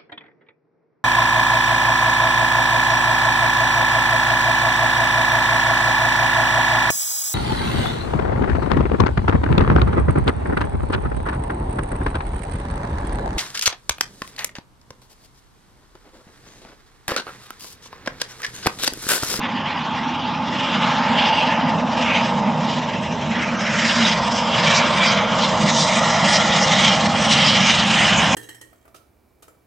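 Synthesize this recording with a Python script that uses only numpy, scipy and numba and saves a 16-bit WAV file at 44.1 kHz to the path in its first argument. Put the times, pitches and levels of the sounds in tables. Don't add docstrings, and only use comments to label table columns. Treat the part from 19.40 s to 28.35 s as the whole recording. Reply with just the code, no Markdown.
import sys
import numpy as np
from scipy import signal
from scipy.fft import rfft, irfft
from scipy.io import wavfile
from scipy.ndimage import uniform_filter1d
from numba import njit

SR = 44100
rng = np.random.default_rng(int(sys.argv[2]) if len(sys.argv) > 2 else 0)


def store_pcm(level_fs):
    pcm = np.round(np.clip(level_fs, -1, 1) * 32767).astype(np.int16)
    wavfile.write(sys.argv[1], SR, np.atleast_2d(pcm).T)


def to_linear_factor(level_db):
    exponent = np.asarray(level_db, float) / 20
    return 10 ** exponent


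N = 394694
T = np.arange(N) / SR
COARSE_T = T[::256]
F = np.arange(N // 2 + 1) * SR / N

# time_s, rate_beats_per_s
BEAT_RATE = [
    (0, 19.27),
    (3.2, 19.0),
    (6.5, 18.78),
    (8.95, 18.25),
]
CYLINDER_DB = [-7, -6.5, -6, -8.5]
# time_s, level_db
EFFORT = [(0, -29.5), (.8, -29), (1.1, -24), (1.75, -25.5), (2.0, -27), (2.3, -22.5), (2.7, -26),
          (3.1, -22.5), (3.6, -26), (4.4, -24), (4.8, -26), (5.25, -22), (6.0, -27), (6.25, -19.5),
          (6.8, -24.5), (7.9, -19.5), (8.4, -22.5), (8.95, -20.5)]
# time_s, chimney_hz, rail_hz, rail_ring_share, top_treble_db, bank_echo_share, grass_dip_hz
PATH = [
    (0, 253, 850, 0.7, -13.5, .05, 410),
    (1.5, 263, 858, 1.1, -10, 0, 410),
    (3, 237, 893, 0.7, -7, 0.01, 374),
    (4.5, 222.3, 917, 0.9, -7, 0, 375),
    (6, 215, 940, 0, -2.5, 0.05, 400),
    (7.5, 205, 792, 1, -3.5, 0.17, 418),
    (8.95, 211.3, 766, 0.7, 3, 0, 390),
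]
# time_s, level_db, low_tilt_db_per_octave
SCREEN = [(0, -2.5, -12), (.9, -3.5, -12.5), (1.3, -4.5, -0.5), (1.7, 2, -5), (2.4, 1, -4),
          (3.0, 1.5, -5.5), (3.4, -2.5, -2), (3.9, -6.5, 0.5), (4.7, -3.5, 3), (5.2, 2, -1.5),
          (6.1, 3.5, -3), (7.0, -0.5, 0.5), (8.0, 1, -2), (8.5, -1, -3), (8.95, 4, -8)]
# freq_hz, density_db
EXHAUST_SPECTRUM = [(12, -82), (20, -38.5), (97, -13), (141, -4.5), (215, -4), (238, -3), (285, -9),
                    (320, -13), (383, -19), (430, -7.5), (560, -61.5), (950, -120)]
# freq_hz, density_db
ROAR_SPECTRUM = [(240, -50), (400, -24), (465, -8), (545, -4.5), (649, -3.5), (742, -8.5), (858, -4),
                 (1460, -9.5), (1700, 0.5), (2210, -40.5), (3740, -120)]
# freq_hz, density_db
HISS_SPECTRUM = [(1500, -3.5), (1900, -2), (2300, -3), (2800, -1), (3250, -2), (3800, -6.5), (4400, -11),
                 (4900, -9), (5500, -10), (6500, -15), (7600, -20), (8300, -24), (9000, -31),
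                 (10500, -41.5)]
# freq_hz, level_db
SCATTER = [(40, -10.5), (150, -29.5), (350, -16), (800, -18.5), (3000, -16), (6000, -16.5), (9000, -9)]
# centre_s, length_s, pitch_hz, width_hz, level_db
SINGING_WHEELS = [(1.754, 0.66, 873, 59.6, -24), (1.95, 0.47, 2820, 300, -26.5),
                  (2.727, 0.17, 2460, 400, -21), (4.656, 0.036, 3700, 300, -19.5),
                  (5.37, 0.16, 2320, 130, -21.5), (5.642, 0.13, 2330, 90, -20.5),
                  (6.9, 0.94, 1920, 199, -26), (6.804, 1, 643, 90, -25), (7.462, .2, 3200, 247, -22),
                  (8.05, 0.42, 3100, 400, -21.5), (8.097, 0.26, 2260, 150, -27.5),
                  (8.293, 0.29, 2850, 300, -26.5), (8.63, 0.57, 2950, 445, -22)]
# centre_s, length_s, pitch_hz,
# width_hz, level_db
JET_FLARES = [(5.1, 0.042, 3700, 1500, -33), (5.37, 0.049, 5300, 2200, -19),
              (5.68, 0.064, 4900, 980, -22.5), (4.27, .1, 2000, 700, -24.5),
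              (6.033, .06, 3400, 1600, -20.5), (6.39, 0.13, 3540, 610, -25.5),
              (6.95, 0.064, 5200, 1200, -18.5), (7.23, 0.037, 5430, 990, -19),
              (8.4, 0.051, 3810, 1500, -21), (3.3, .16, 3600, 1200, -36), (8.78, 0.043, 6700, 1500, -23),
              (6.39, .12, 5700, 1500, -24), (1, 2.2, 872, 35, -32.5)]
# centre_s, length_s, pitch_hz, gain_db
EDDIES = [(0.039, 0.088, 2670.0, 6), (0.375, 0.96, 3280.0, 11.5), (1.368, 1.04, 4320.0, 13.5),
          (1.52, 0.53, 1240.0, 7.5), (1.819, 0.17, 3550.0, 8.5), (2.052, 0.51, 3060.0, 13),
          (2.27, 0.28, 1170.0, 3.5), (2.656, 0.56, 7070.0, 8.5), (2.687, 0.2, 2250.0, 3),
          (2.741, 0.41, 2610.0, 12.5), (3.322, 0.24, 4080.0, 9.5), (3.85, 0.28, 3330.0, 3.5),
          (4.002, 0.15, 2810.0, 5), (4.44, 0.66, 1820.0, 10.5), (4.527, 0.73, 6410.0, 14.5),
          (4.679, 0.17, 3060.0, 4.5), (4.96, 0.14, 5790.0, 8), (5.317, 0.33, 5150.0, 14.0),
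          (5.46, 0.93, 1780.0, 10), (5.682, 0.25, 5020.0, 10), (6.04, 0.29, 4480.0, 4.5),
          (6.405, 0.33, 6610.0, 10.5), (6.9, 1.52, 1320.0, 9.5), (6.939, 0.1, 7070.0, 4),
          (6.953, 1.39, 5680.0, 10.5), (7.457, 0.26, 3170.0, 10), (7.998, 0.45, 3540.0, 13),
          (8.293, 0.15, 3700.0, 6.5), (8.579, 0.91, 2440.0, 9.5), (8.69, 0.23, 7070.0, 2.5)]
# centre_s, length_s, pitch_hz, gain_db
WISPS = [(0.15, 0.24, 1093, -3), (0.62, 0.14, 5400, -1.5), (0.84, 0.12, 3800, 5), (1.28, 0.26, 2760, 5.5),
         (1.48, 0.12, 1095, 5.5), (1.69, 0.8, 7070.0, 2), (2.15, 0.091, 3850.0, -7), (2.69, 0.16, 4100, -5),
         (3.06, 0.11, 2010.0, 3), (3.58, 0.43, 2500, 3), (3.76, 0.33, 1260, -3), (4.1, 0.25, 2140, 2.5),
         (4.21, 0.57, 3610.0, -4), (4.44, 0.17, 1090.0, -3), (4.6, 0.22, 1800, 3.5),
         (4.73, 0.56, 4530, 1.5), (5.08, 0.14, 1570, -2.5), (5.14, 0.1, 3060, 5.0), (5.55, 0.14, 1650, -4),
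         (5.8, 0.2, 7100, -3.5), (5.97, 0.18, 1410, 3.5), (6.2, 0.12, 3700, 3), (6.43, 0.13, 2230.0, -6.5),
         (7.14, 0.092, 2990.0, 4), (7.78, 0.17, 3790.0, -3), (7.99, 0.078, 3610.0, -6.1),
         (8.34, 0.5, 1400.0, -1.5), (8.44, 0.38, 5870.0, -0.5), (8.79, 0.097, 2760, 6),
         (9.01, 0.64, 5920.0, -2)]
# centre_s, length_s, gain_db
CLEARINGS = [(4.9, .1, 3), (5.167, .07, 7.5), (5.579, .08, 8), (6.416, 0.068, 7.5), (6.575, .11, 6),
             (6.92, .12, 9.5), (7.21, .11, 7), (7.396, .1, 8), (7.87, 0.22, 9.5), (8.0, 0.044, 1.5),
             (8.33, 0.11, 5), (8.477, 0.054, 6.5), (8.595, .1, 4.5), (8.8, .05, 2.5)]
# centre_s, length_s, pitch_hz, width_hz, depth_share
SHADOWS = [
    (6.87, 2.3, 1575, 275, 0.8),
    (3.14, 2.2, 1450, 430, 0.3),
    (6.8, 3.4, 2580, 380, 0.5),
    (0.66, 1.5, 640, 120, 0.2),
    (6.6, 0.9, 4450, 250, 0.45),
]
# pitch_hz, width_hz, depth_share
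HOUSING_DIPS = [(2610, 80, 0.4), (4440, 152, 0.5)]
# freq_hz, level_db
RIGHT_OVER_LEFT = [(40, 2), (300, 1.64), (1000, 1), (4000, 0.96)]
# freq_hz, level_db
TREBLE_GATE = [(5000, -100), (7000, -93), (8500, -67), (10000, -69.5)]

FIRST_BEAT_CYCLES = -.5
MID_APPROACH_S = 4.5
CLOSING_DB_PER_S, BRIGHTER_DB_PER_S = 1.4352, 0.74
EDDY_HALF_WIDTH_OCTAVES, WISP_HALF_WIDTH_OCTAVES = 1.195, 0.4
THUD_DB, THUD_DB_PER_S = -38.5, 1.2
OVERTONE_DB, OVERTONE_FOLLOWS = -39, 0.24
ROAR_DB, HISS_DB = -22, -21.5
HAZE_DB = -4
BANK_RIDGE_HZ = 410


def columns(table):
    s, *rest = np.transpose(table)
    return [np.interp(T, s, c) for c in rest]


def shape(table, hz):
    f, db = np.transpose(table)
    return to_linear_factor(np.interp(np.log(hz + 1), np.log(f), db))


def bell(centre_s, length_s):
    return np.exp(-((T - centre_s) / length_s * 2) ** 2)


def walk(rate_hz):
    hold = int(SR / rate_hz)
    held = np.repeat(rng.standard_normal(N // hold + 1), hold)
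    slewed = uniform_filter1d(uniform_filter1d(held, hold), hold)
    return 1.45 * slewed[:N]


@njit
def ring(x, hz, width_hz):
    y, band, low = np.empty(len(x)), 0., 0.
    for i in range(len(x)):
        g, damping = np.tan(np.pi * hz[i] / SR), width_hz / hz[i]
        v = (band + g * (x[i] - low)) / (1 + g * (g + damping))
        band, low, y[i] = 2 * v - band, low + 2 * g * v, damping * v
    return y


def ring_both(pair, hz, width_hz):
    return np.array([ring(c, hz, width_hz) for c in pair])


def patches(table, hz, octaves):
    s, length_s, centre_hz, db = np.transpose(table)
    in_time = np.exp(-((COARSE_T[:, None] - s) / length_s * 2) ** 2)
    in_pitch = np.exp(-(np.log2(hz / centre_hz) / octaves) ** 2)
    return in_time @ (db * in_pitch)


def eddies(hz, share):
    db_per_s = CLOSING_DB_PER_S + BRIGHTER_DB_PER_S * np.clip(np.log2(hz / 2500), -2, 1)
    closing_db = db_per_s * (COARSE_T - MID_APPROACH_S)
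    gain_db = share * (closing_db + patches(EDDIES, hz, EDDY_HALF_WIDTH_OCTAVES))
    gain_db = gain_db + patches(WISPS, hz, WISP_HALF_WIDTH_OCTAVES)
    mean_db = 10 * np.log10(np.mean(to_linear_factor(gain_db) ** 2))
    return np.interp(T, COARSE_T, gain_db - mean_db)


def turbulence(table, lo_hz, hi_hz, count, patchy_db, rate_hz, drive, swell=lambda hz: 0):
    noise = rfft(rng.standard_normal((2, N)) * drive) * shape(table, F)
    noise[1] *= shape(SCATTER, F)
    place = np.log((F + 1) / lo_hz) / np.log(hi_hz / lo_hz) * count
    out = 0
    for k in range(count):
        strip = np.cos(np.pi / 2 * np.clip(place - k - .5, -1, 1))
        centre_hz = lo_hz * (hi_hz / lo_hz) ** ((k + .5) / count)
        db = patchy_db * walk(rate_hz) + swell(centre_hz)
        out = out + irfft(noise * strip, N) * to_linear_factor(db)
    return out / np.std(out[0])


def beats(depth, lag_beats, scatter_db):
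    phase = np.cumsum(columns(BEAT_RATE)[0]) / SR + FIRST_BEAT_CYCLES + 4 - lag_beats
    count = phase.astype(int)
    size = to_linear_factor(np.array(CYLINDER_DB)[count % 4] + scatter_db * rng.standard_normal(256)[count])
    part = phase - count
    pulse = size * 6 * part * np.exp(-part / 0.29)
    puff = 1 + depth * (pulse - .5)
    return puff / np.sqrt(np.mean(puff ** 2))


def singing():
    out = np.zeros((2, N))
    for s, length_s, hz, width_hz, db in SINGING_WHEELS + JET_FLARES:
        centre_hz = np.full(N, 1. * hz)
        tone = ring(rng.standard_normal(N), centre_hz, 1.4 * width_hz)
        tone = ring(tone, centre_hz, 1.4 * width_hz)
        out[0] += to_linear_factor(db) * tone / np.std(tone) * bell(s, length_s)
    air_loss = np.hypot(1, (F / 7300) ** 8)
    return irfft(rfft(out) / air_loss, N)


def steam():
    air_db, echo = columns(PATH)[3:5]
    drive = beats(0.19, 0.22, 2.8) * to_linear_factor(1.47 * walk(70))
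    air_db = air_db + 3.0 + .8 * walk(6)
    clear_db = HAZE_DB + sum(db * bell(s, length_s) for s, length_s, db in CLEARINGS)

    def swell(hz):
        top_db = clear_db * np.clip((hz - 7600) / 1400, 0, 1)
        eddy_db = eddies(min(hz, 6500), np.interp(hz, [6000, 8500], [1, .7]))
        loss_db = air_db * max(np.log2(hz / 5200) * 1.63, 0)
        return top_db + eddy_db + loss_db + 2.0 * walk(35)

    hiss = turbulence(HISS_SPECTRUM, 1600, 10800, count=22, patchy_db=1.6, rate_hz=11, drive=drive, swell=swell)
    late = np.array([np.interp(T - 1 / BANK_RIDGE_HZ, T, c) for c in hiss])
    return to_linear_factor(HISS_DB) * (hiss + echo * late) / np.sqrt(1 + echo ** 2)


def wheels():
    rail_hz, ring_share = columns(PATH)[1:3]
    level_db, low_tilt_db = columns(SCREEN)

    def swell(hz):
        reach = np.clip((hz - 900) / 450, 0, 1)
        screen_db = level_db + low_tilt_db * np.clip(np.log2(890 / hz), 0, .6)
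        return (1 - reach) * screen_db + eddies(hz, reach)

    drive = beats(0.35, .1, 3)
    roar = turbulence(ROAR_SPECTRUM, 410, 1590, count=10, patchy_db=1.1, rate_hz=4, drive=drive, swell=swell)
    roar = roar + 0.98 * ring_share * ring_both(roar, rail_hz, 66.0)
    return to_linear_factor(ROAR_DB - 0.54) * roar


def exhaust():
    boom_db, = columns(EFFORT)
    thud_db = THUD_DB + THUD_DB_PER_S * (T - MID_APPROACH_S)
    over_db = OVERTONE_DB + OVERTONE_FOLLOWS * (boom_db - boom_db.mean())
    chimney_hz = columns(PATH)[0]
    drive = beats(1.2, 0, 2.1)
    thud_drive = beats(1.3, -.25, 2.1)
    thud = turbulence(EXHAUST_SPECTRUM, 25, 125, count=4, patchy_db=.6, rate_hz=8, drive=thud_drive)
    boom = turbulence(EXHAUST_SPECTRUM, 131.2, 284.7, count=4, patchy_db=1.7, rate_hz=9.6, drive=drive)
    boom = boom + 0.92 * ring_both(boom, chimney_hz, 52.0)
    boom = boom - 0.91 * ring_both(boom, 1.21 * chimney_hz, 45.)
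    over = turbulence(EXHAUST_SPECTRUM, 294, 420.6, count=3, patchy_db=1.4, rate_hz=9.4, drive=drive)
    boom = to_linear_factor(boom_db) * boom / np.std(boom[0])
    return boom + to_linear_factor(thud_db + 1.1) * thud + to_linear_factor(over_db + 1.5) * over


def scene():
    direct, scattered = exhaust() + wheels() + singing() + steam()
    direct = direct - 0.58 * ring(direct, columns(PATH)[5], 63.0)
    for s, length_s, hz, width_hz, depth in SHADOWS:
        direct = direct - depth * bell(s, length_s) * ring(direct, np.full(N, 1. * hz), 1. * width_hz)
    return np.array([direct + scattered, direct - scattered])


def low_pass(x):
    return signal.sosfilt(signal.butter(12, 10530, fs=SR, output="sos"), x)


def record(dry):
    dips = [1 - depth / (1 + ((F - hz) / width_hz * 2) ** 2) for hz, width_hz, depth in HOUSING_DIPS]
    gain = np.prod(dips, axis=0)
    gain = gain * F / np.hypot(F, 45.)
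    gain = gain * shape(RIGHT_OVER_LEFT, F) ** np.array([[-.5], [.5]])
    heard = 1.4 * np.tanh(irfft(rfft(dry) * gain, N) / 1.4)
    hz, _, cells = signal.stft(heard, SR, nperseg=2048, noverlap=1024)
    strength = uniform_filter1d(abs(cells), size=3, axis=1)
    jumps = np.repeat(rng.standard_normal((129, cells.shape[-1])), 8, axis=0)[:len(hz)]
    threshold = shape(TREBLE_GATE, hz)[:, None] * to_linear_factor(2.9 * jumps)
    _, kept = signal.istft(cells * (strength > threshold), SR, nperseg=2048, noverlap=1024)
    return low_pass(kept[:, :N])


dry = scene()
out = record(dry)
store_pcm(out)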